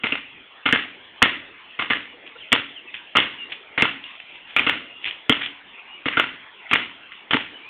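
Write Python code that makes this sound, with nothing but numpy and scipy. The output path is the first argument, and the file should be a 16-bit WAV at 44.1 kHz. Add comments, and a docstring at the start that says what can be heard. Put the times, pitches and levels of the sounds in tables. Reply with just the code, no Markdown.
"""Sharp, ringing bounces, close by: a child dribbles two basketballs on concrete beside a house.
Each one cracks as rubber slaps the ground, thumps as the shell flexes and rings in the air inside;
walls throw it back and the yard rings on. Hands and shoes scuff between bounces, and faint blips
and a whistling bird carry from far off over an outdoor hush. The narrow-band recorder overloads
on the loudest cracks."""
import sys
import numpy as np
from scipy import signal
from scipy.fft import rfft, irfft
from scipy.io import wavfile
from scipy.ndimage import uniform_filter1d

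SR = 44100
rng = np.random.default_rng(int(sys.argv[2]) if len(sys.argv) > 2 else 0)


def to_wav(sig):
    """Store sig (one row per channel, or 1-D mono) as 16-bit WAV at the path in sys.argv[1].

    Samples outside -1..1 are clipped; the rate is SR.
    """
    pcm = np.clip(np.atleast_2d(sig), -1, 1) * 32767
    pcm = np.round(pcm).astype(np.int16)
    wavfile.write(sys.argv[1], SR, pcm.T)  # frames by channels


N = 339129


def amp(db):
    """Decibels to amplitude."""
    return 10 ** (np.asarray(db) / 20)


def unit_rms(x):
    """Scales x to an rms of one."""
    return x / np.sqrt(np.mean(x ** 2) + 1e-20)


def levelled(x, db, start_s, length_s):
    """Scales x to an rms level over one stretch of time."""
    part = x[round(start_s * SR):round((start_s + length_s) * SR)]
    return x * amp(db) / np.sqrt(np.mean(part ** 2) + 1e-20)


def add(mix, start_s, sound):
    """Lays a sound into the mix."""
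    part = mix[round(start_s * SR):][:len(sound)]
    part += sound[:len(part)]


def bins(x):
    """Frequencies of the spectrum of x."""
    return np.fft.rfftfreq(len(x), 1 / SR)


def curve(points, hz):
    """Reads a breakpoint curve along log frequency."""
    f, value = np.transpose(points)
    return np.interp(np.log(hz + 1), np.log(f + 1), value)


def coloured(x, db):
    """Minimum-phase EQ with the given gain at each frequency bin."""
    log_gain = np.log(amp(np.maximum(db, -100)))
    mirrored = np.concatenate([log_gain, log_gain[-2:0:-1]])
    return irfft(rfft(x) * np.exp(np.conj(signal.hilbert(mirrored)))[:len(db)])


def narrow_db(hz):
    """Gain of the recorder's telephone-like band."""
    # treble roll-off: f/Hz, gain/dB
    band = [(3450, -2.5), (3650, -11.5), (3900, -19.5), (4300, -31), (4560, -45.5), (4750, -84.5)]
    return curve(band, hz)


def grit(t, depth_db, grain_samples):
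    """Grainy noise whose level flickers at random."""
    noise = rng.standard_normal(len(t))
    flicker = unit_rms(uniform_filter1d(rng.standard_normal(len(t)), grain_samples))
    return noise * amp(depth_db * flicker)


def outdoor_hush(level_db=-45.5, patchy_db=4.0):
    """A steady bed of outdoor air with faint drifting patches."""
    # tone of the hush: f/Hz, level/dB
    air = [(30, -9), (100, -12), (200, -8), (300, -2), (600, -4), (1000, -2.5), (1600, -3), (2100, 2.5),
           (2400, 2), (2800, 3.5), (3400, -1)]
    hz, _, spectrum = signal.stft(rng.standard_normal(N), SR, nperseg=1024, noverlap=768)
    patches = uniform_filter1d(rng.standard_normal(spectrum.shape), 8, axis=0)
    patches = unit_rms(uniform_filter1d(patches, 14, axis=1))
    colour = curve(air, hz) + narrow_db(hz)
    spectrum *= amp(colour[:, None] + patchy_db * patches)
    hush = signal.istft(spectrum, SR, nperseg=1024, noverlap=768)[1][:N]
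    return unit_rms(hush) * amp(level_db)


def smack_colour(hz, peak_hz, peak_db, width=0.11):
    """Tone of rubber on concrete; the ball's speed and spin give every smack its own hollow peak."""
    # spectrum of the slap: f/Hz, level/dB
    slap = [(30, -26.5), (80, -10), (160, -10), (350, -7), (450, -8), (580, -6.5), (800, -6.5),
            (1000, -4.5), (1350, 0.5), (1650, -2.5), (2050, 3.5), (2450, -1), (2800, 4), (3300, -2)]
    hollow = peak_db * np.exp(-(np.log((hz + 1) / peak_hz) / width) ** 2)
    return curve(slap, hz) + narrow_db(hz) + hollow


def crack(t, colour_db, decay_s):
    """Rubber slaps the ground: a fast-dying puff of coloured noise."""
    return coloured(rng.standard_normal(len(t)) * np.exp(-t / decay_s), colour_db)


def shell_thump(t, onset_s=.0035):
    """The shell flattens on the ground and springs back: a few strong cycles, then a faint hum."""
    # flexing modes of the rubber shell: f/Hz, level/dB, t60/s
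    shell = [(166, -6.5, 0.04), (267.5, 5.5, 0.036), (289.4, -26.5, 0.56), (456, -4, 0.056)]
    flex = sum(amp(db - 60 * t / t60) * np.sin(2 * np.pi * hz * rng.uniform(0.93, 1.05) * t)
               for hz, db, t60 in shell)
    return np.interp(t - onset_s, t, flex * (1 - np.exp(-t / .0025)), left=0)


def ball_ring(t, longest_t60=.18):
    """The air in the ball rings; the strength of each mode depends on the spot that was hit."""
    # air modes inside a ball: f/Hz, level/dB, t60/s before the cap
    modes = [(1209, -1, 0.17), (1405, 5, 0.084), (2122, 6, 0.29), (2584, -2, 0.32), (2850, -9, 0.048),
             (3108, -9, .13)]
    ring = np.zeros(len(t))
    for hz, db, t60 in modes:
        envelope = amp(db + 0.83 * rng.standard_normal() - 60 * t / min(t60, longest_t60))
        ring += envelope * np.sin(2 * np.pi * (hz * rng.uniform(0.99, 1.008) * t + rng.random()))
    return ring * (1 - np.exp(-(t / 0.002) ** 2))


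def yard_tail(t, colour_db, boom_db=8.5, boom_hz=275, late_db=-25, late_t60=0.59, rise_s=0.022):
    """Scattered returns swell, die fast, and leave a faint long tail with a low boom."""
    # reverb time of the yard: f/Hz, t60/s
    reverb = [(100, 0.51), (280, 0.56), (700, 0.31), (2000, 0.45), (3500, 0.45)]
    hz, frame_s, spectrum = signal.stft(grit(t, depth_db=1.9, grain_samples=90), SR, nperseg=256)
    early = amp(-60 * frame_s / curve(reverb, hz)[:, None])
    late = amp(late_db - 60 * frame_s / late_t60)
    tail = signal.istft(spectrum * np.hypot(early, late), SR, nperseg=256)[1][:len(t)]
    swell = 1 - np.exp(-(t / rise_s) ** 2)
    boom = boom_db * np.exp(-(np.log((bins(t) + 1) / boom_hz) / .19) ** 2)
    return coloured(tail * swell, colour_db + boom)


def bounce(force_db, crack_db, thump_db, smack_hz, smack_db, wall_m, walked_m):
    """One hit and its echoes; the force drives the rattle, the ring, the echoes and the tail."""
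    # smaller reflectors round the court: delay/s, level/dB against the force
    reflectors = [(0.022, -5), (0.056, -14), (0.07, -12)]
    crack_s, ring_s = .004, .01  # stretches over which levels are set
    t = np.arange(2 ** 15) / SR
    brief = t[:2 ** 12]
    # each metre walked weakens the ring and strengthens the house echo
    ring_db = force_db - 0.56 - 3 * walked_m
    house_echo = (2 * wall_m / 343, 0.5 + 4.5 * walked_m)  # there and back at the speed of sound
    colour = smack_colour(bins(brief), smack_hz, smack_db)
    out = levelled(shell_thump(t), thump_db, 0, 2 * ring_s)
    add(out, 0, levelled(crack(brief, colour, decay_s=0.0025), crack_db, 0, crack_s))
    rattle = crack(brief, colour, decay_s=0.011)  # the shell rattles as it leaves the ground
    add(out, crack_s, levelled(rattle, ring_db, 0, ring_s))
    out += levelled(ball_ring(t), ring_db - 7, crack_s, ring_s)
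    for delay_s, db in [house_echo] + reflectors:  # flat faces return the crack still sharp
        echo = crack(brief, colour, decay_s=0.0022)
        add(out, delay_s, levelled(echo, force_db + db, 0, crack_s))
    tail = yard_tail(t, smack_colour(bins(t), smack_hz, 0.38 * smack_db))
    return out + levelled(tail, force_db - 10.5, 0.045, 2 * ring_s)


def dribbling():
    """Both balls, bounce by bounce, as the child drifts toward the house."""
    # ball hits: t/s, force/dB, crack/dB, thump/dB, smack pitch/Hz, smack peak/dB
    hits = [(0.0359, -20, -21, -30.5, 2330, 3.5), (.121, -23, -15.5, -30.5, 2660, 11.5),
            (.656, -15.5, -23.5, -30, 1450, 4.5), (0.7258, -15.5, -9.5, -21.5, 1712, 13),
            (1.2194, -16, -8.5, -39, 1780, 12), (1.2256, -16, -4.5, -23, 1900, 2.5),
            (1.79, -20.5, -28, -41.5, 1115, 8), (1.9009, -16.5, -19, -27.5, 1776, 8),
            (2.519, -19, -12.5, -30, 3370, 10.5), (2.5279, -17, -5.5, -23, 3320, 5.5),
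            (3.1526, -14.5, -16.5, -29.5, 1204, 6), (3.169, -16, -9, -34.5, 3230, 12),
            (3.777, -17, -18.5, -30.5, 2015, 8), (3.822, -17, -8.5, -23, 1405, 5.5),
            (4.564, -15, -10.5, -36.5, 2430, 11.5), (4.6657, -15.5, -19, -27.5, 1235, 1.5),
            (5.295, -15.5, -8.5, -17, 3280, 9), (6.057, -20.5, -21, -26.5, 2014, 5),
            (6.1703, -14, -14.5, -28, 1483, 14.5), (6.712, -19.5, -16, -35.5, 3160, 3.5),
            (6.731, -16.5, -11, -29, 2320, 9), (7.308, -17.5, -16.5, -42.5, 3220, 7),
            (7.342, -21.5, -14, -21, 885, 10.5)]
    # the child's path: t/s, distance to the house wall/m
    walk = [(3.2, 5.63), (4.6, 5.13), (6.1, 4.65), (7.3, 4.47)]
    out = np.zeros(N)
    for start_s, *hit in hits:
        wall_m = np.interp(start_s, *np.transpose(walk))
        add(out, start_s, bounce(*hit, wall_m, walked_m=walk[0][1] - wall_m))
    return out


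def glides(notes, waver=0.011, rasp=.35, flutter_hz=130):
    """Wavering, slightly raspy tones that slide from one pitch to another."""
    out = np.zeros(N)
    smooth = signal.butter(4, flutter_hz, fs=SR, output="sos")
    for start_s, length_s, db, start_hz, end_hz in notes:
        progress = np.linspace(0, 1, round(length_s * SR))
        wobble = unit_rms(signal.sosfilt(smooth, rng.standard_normal((2, SR))))
        drift, flutter = wobble[:, -len(progress):]
        hz = start_hz * (end_hz / start_hz) ** progress * (1 + waver * drift)
        envelope = np.sin(np.pi * progress) * (1 + rasp * flutter)
        tone = np.sin(2 * np.pi * np.cumsum(hz) / SR)
        add(out, start_s, amp(db) * unit_rms(envelope * tone))
    return out


def distant_blips():
    """Faint low blips from far away."""
    # blips: t/s, length/s, level/dB, start f/Hz, end f/Hz
    blips = [(2.136, 0.032, -51.5, 495, 487), (2.353, 0.02, -47.5, 472, 490),
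             (2.355, 0.017, -46, 1390, 1400)]
    return glides(blips)


def scuffs(peak_db=20):
    """Palms rub the balls and shoes rub concrete: gritty strokes with a rubbery, squeaky peak."""
    # rubs: t/s, level/dB, length/s, centre f/Hz
    rubs = [(2.262, -42, .032, 2900), (2.936, -34, 0.048, 2550), (3.496, -42, 0.025, 2820),
            (3.5178, -28.5, 0.016, 2840), (4.032, -43.5, 0.17, 2820), (4.199, -35, 0.0084, 2330),
            (4.353, -39.5, 0.0071, 2460), (4.467, -45, 0.21, 2700), (5.024, -35, 0.084, 2800),
            (5.053, -26.5, 0.044, 2900), (5.41, -26.5, 0.017, 2130), (5.429, -29.5, 0.042, 2630),
            (5.458, -30.5, 0.018, 2570), (6.123, -30.5, 0.041, 2000), (6.685, -40, .06, 2743),
            (7.118, -40, 0.02, 2450)]
    out = np.zeros(N)
    t = np.arange(2 ** 14) / SR
    hz = bins(t)
    for start_s, db, length_s, centre_hz in rubs:
        stroke = (1 - np.exp(-t / 0.00068)) * np.exp(-(t / length_s) ** 2)
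        friction = grit(t, depth_db=6.1, grain_samples=60) * stroke
        squeak = peak_db * np.exp(-np.log2((hz + 1) / centre_hz) ** 2)  # an octave to either side
        add(out, start_s, levelled(coloured(friction, squeak + narrow_db(hz)), db, 0, length_s))
    return out


def bird():
    """A far-off bird whistles short, sliding notes."""
    # whistles: t/s, length/s, level/dB, start f/Hz, end f/Hz
    whistles = [(2.398, 0.043, -43, 3330, 2900), (2.745, 0.065, -40.5, 3400, 2520),
                (2.868, 0.039, -42, 2720, 2420), (3.37, 0.092, -37.5, 2905, 2750),
                (4.02, 0.071, -42, 2760, 2840), (4.85, 0.17, -46, 2840, 2800),
                (5.86, 0.14, -46, 2784, 2930), (7.53, 0.053, -43.5, 3060, 2900),
                (7.59, .17, -45.5, 2220, 2750)]
    return glides(whistles)


def scattered(x, wet_db, t60):
    """Adds the yard's diffuse returns to a quieter sound."""
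    t = np.arange(SR) / SR
    tail = rng.standard_normal(SR) * amp(-60 * t / t60) * (t > .012)
    return x + amp(wet_db) * signal.fftconvolve(x, tail / np.linalg.norm(tail))[:N]


def scene():
    """Balls and scuffs up front, the bird and the blips far off, over the outdoor hush."""
    near = scattered(scuffs(), wet_db=-8.0, t60=0.38)
    far = scattered(bird() + distant_blips(), wet_db=-7, t60=.3)
    return (dribbling() + near + far + outdoor_hush())[None]


def record(dry, ceiling=0.79, low_cut_hz=55, high_cut_hz=16300):
    """A small microphone loses deep bass; the loudest cracks clip, spitting treble above the band."""
    thin = signal.sosfilt(signal.butter(1, low_cut_hz, "high", fs=SR, output="sos"), dry)
    clipped = np.clip(thin, -ceiling, ceiling)
    high_cut = signal.firwin(511, high_cut_hz, window=("kaiser", 9), fs=SR)
    return signal.oaconvolve(clipped, high_cut[None], "same")


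dry = scene()
out = record(dry)
to_wav(out)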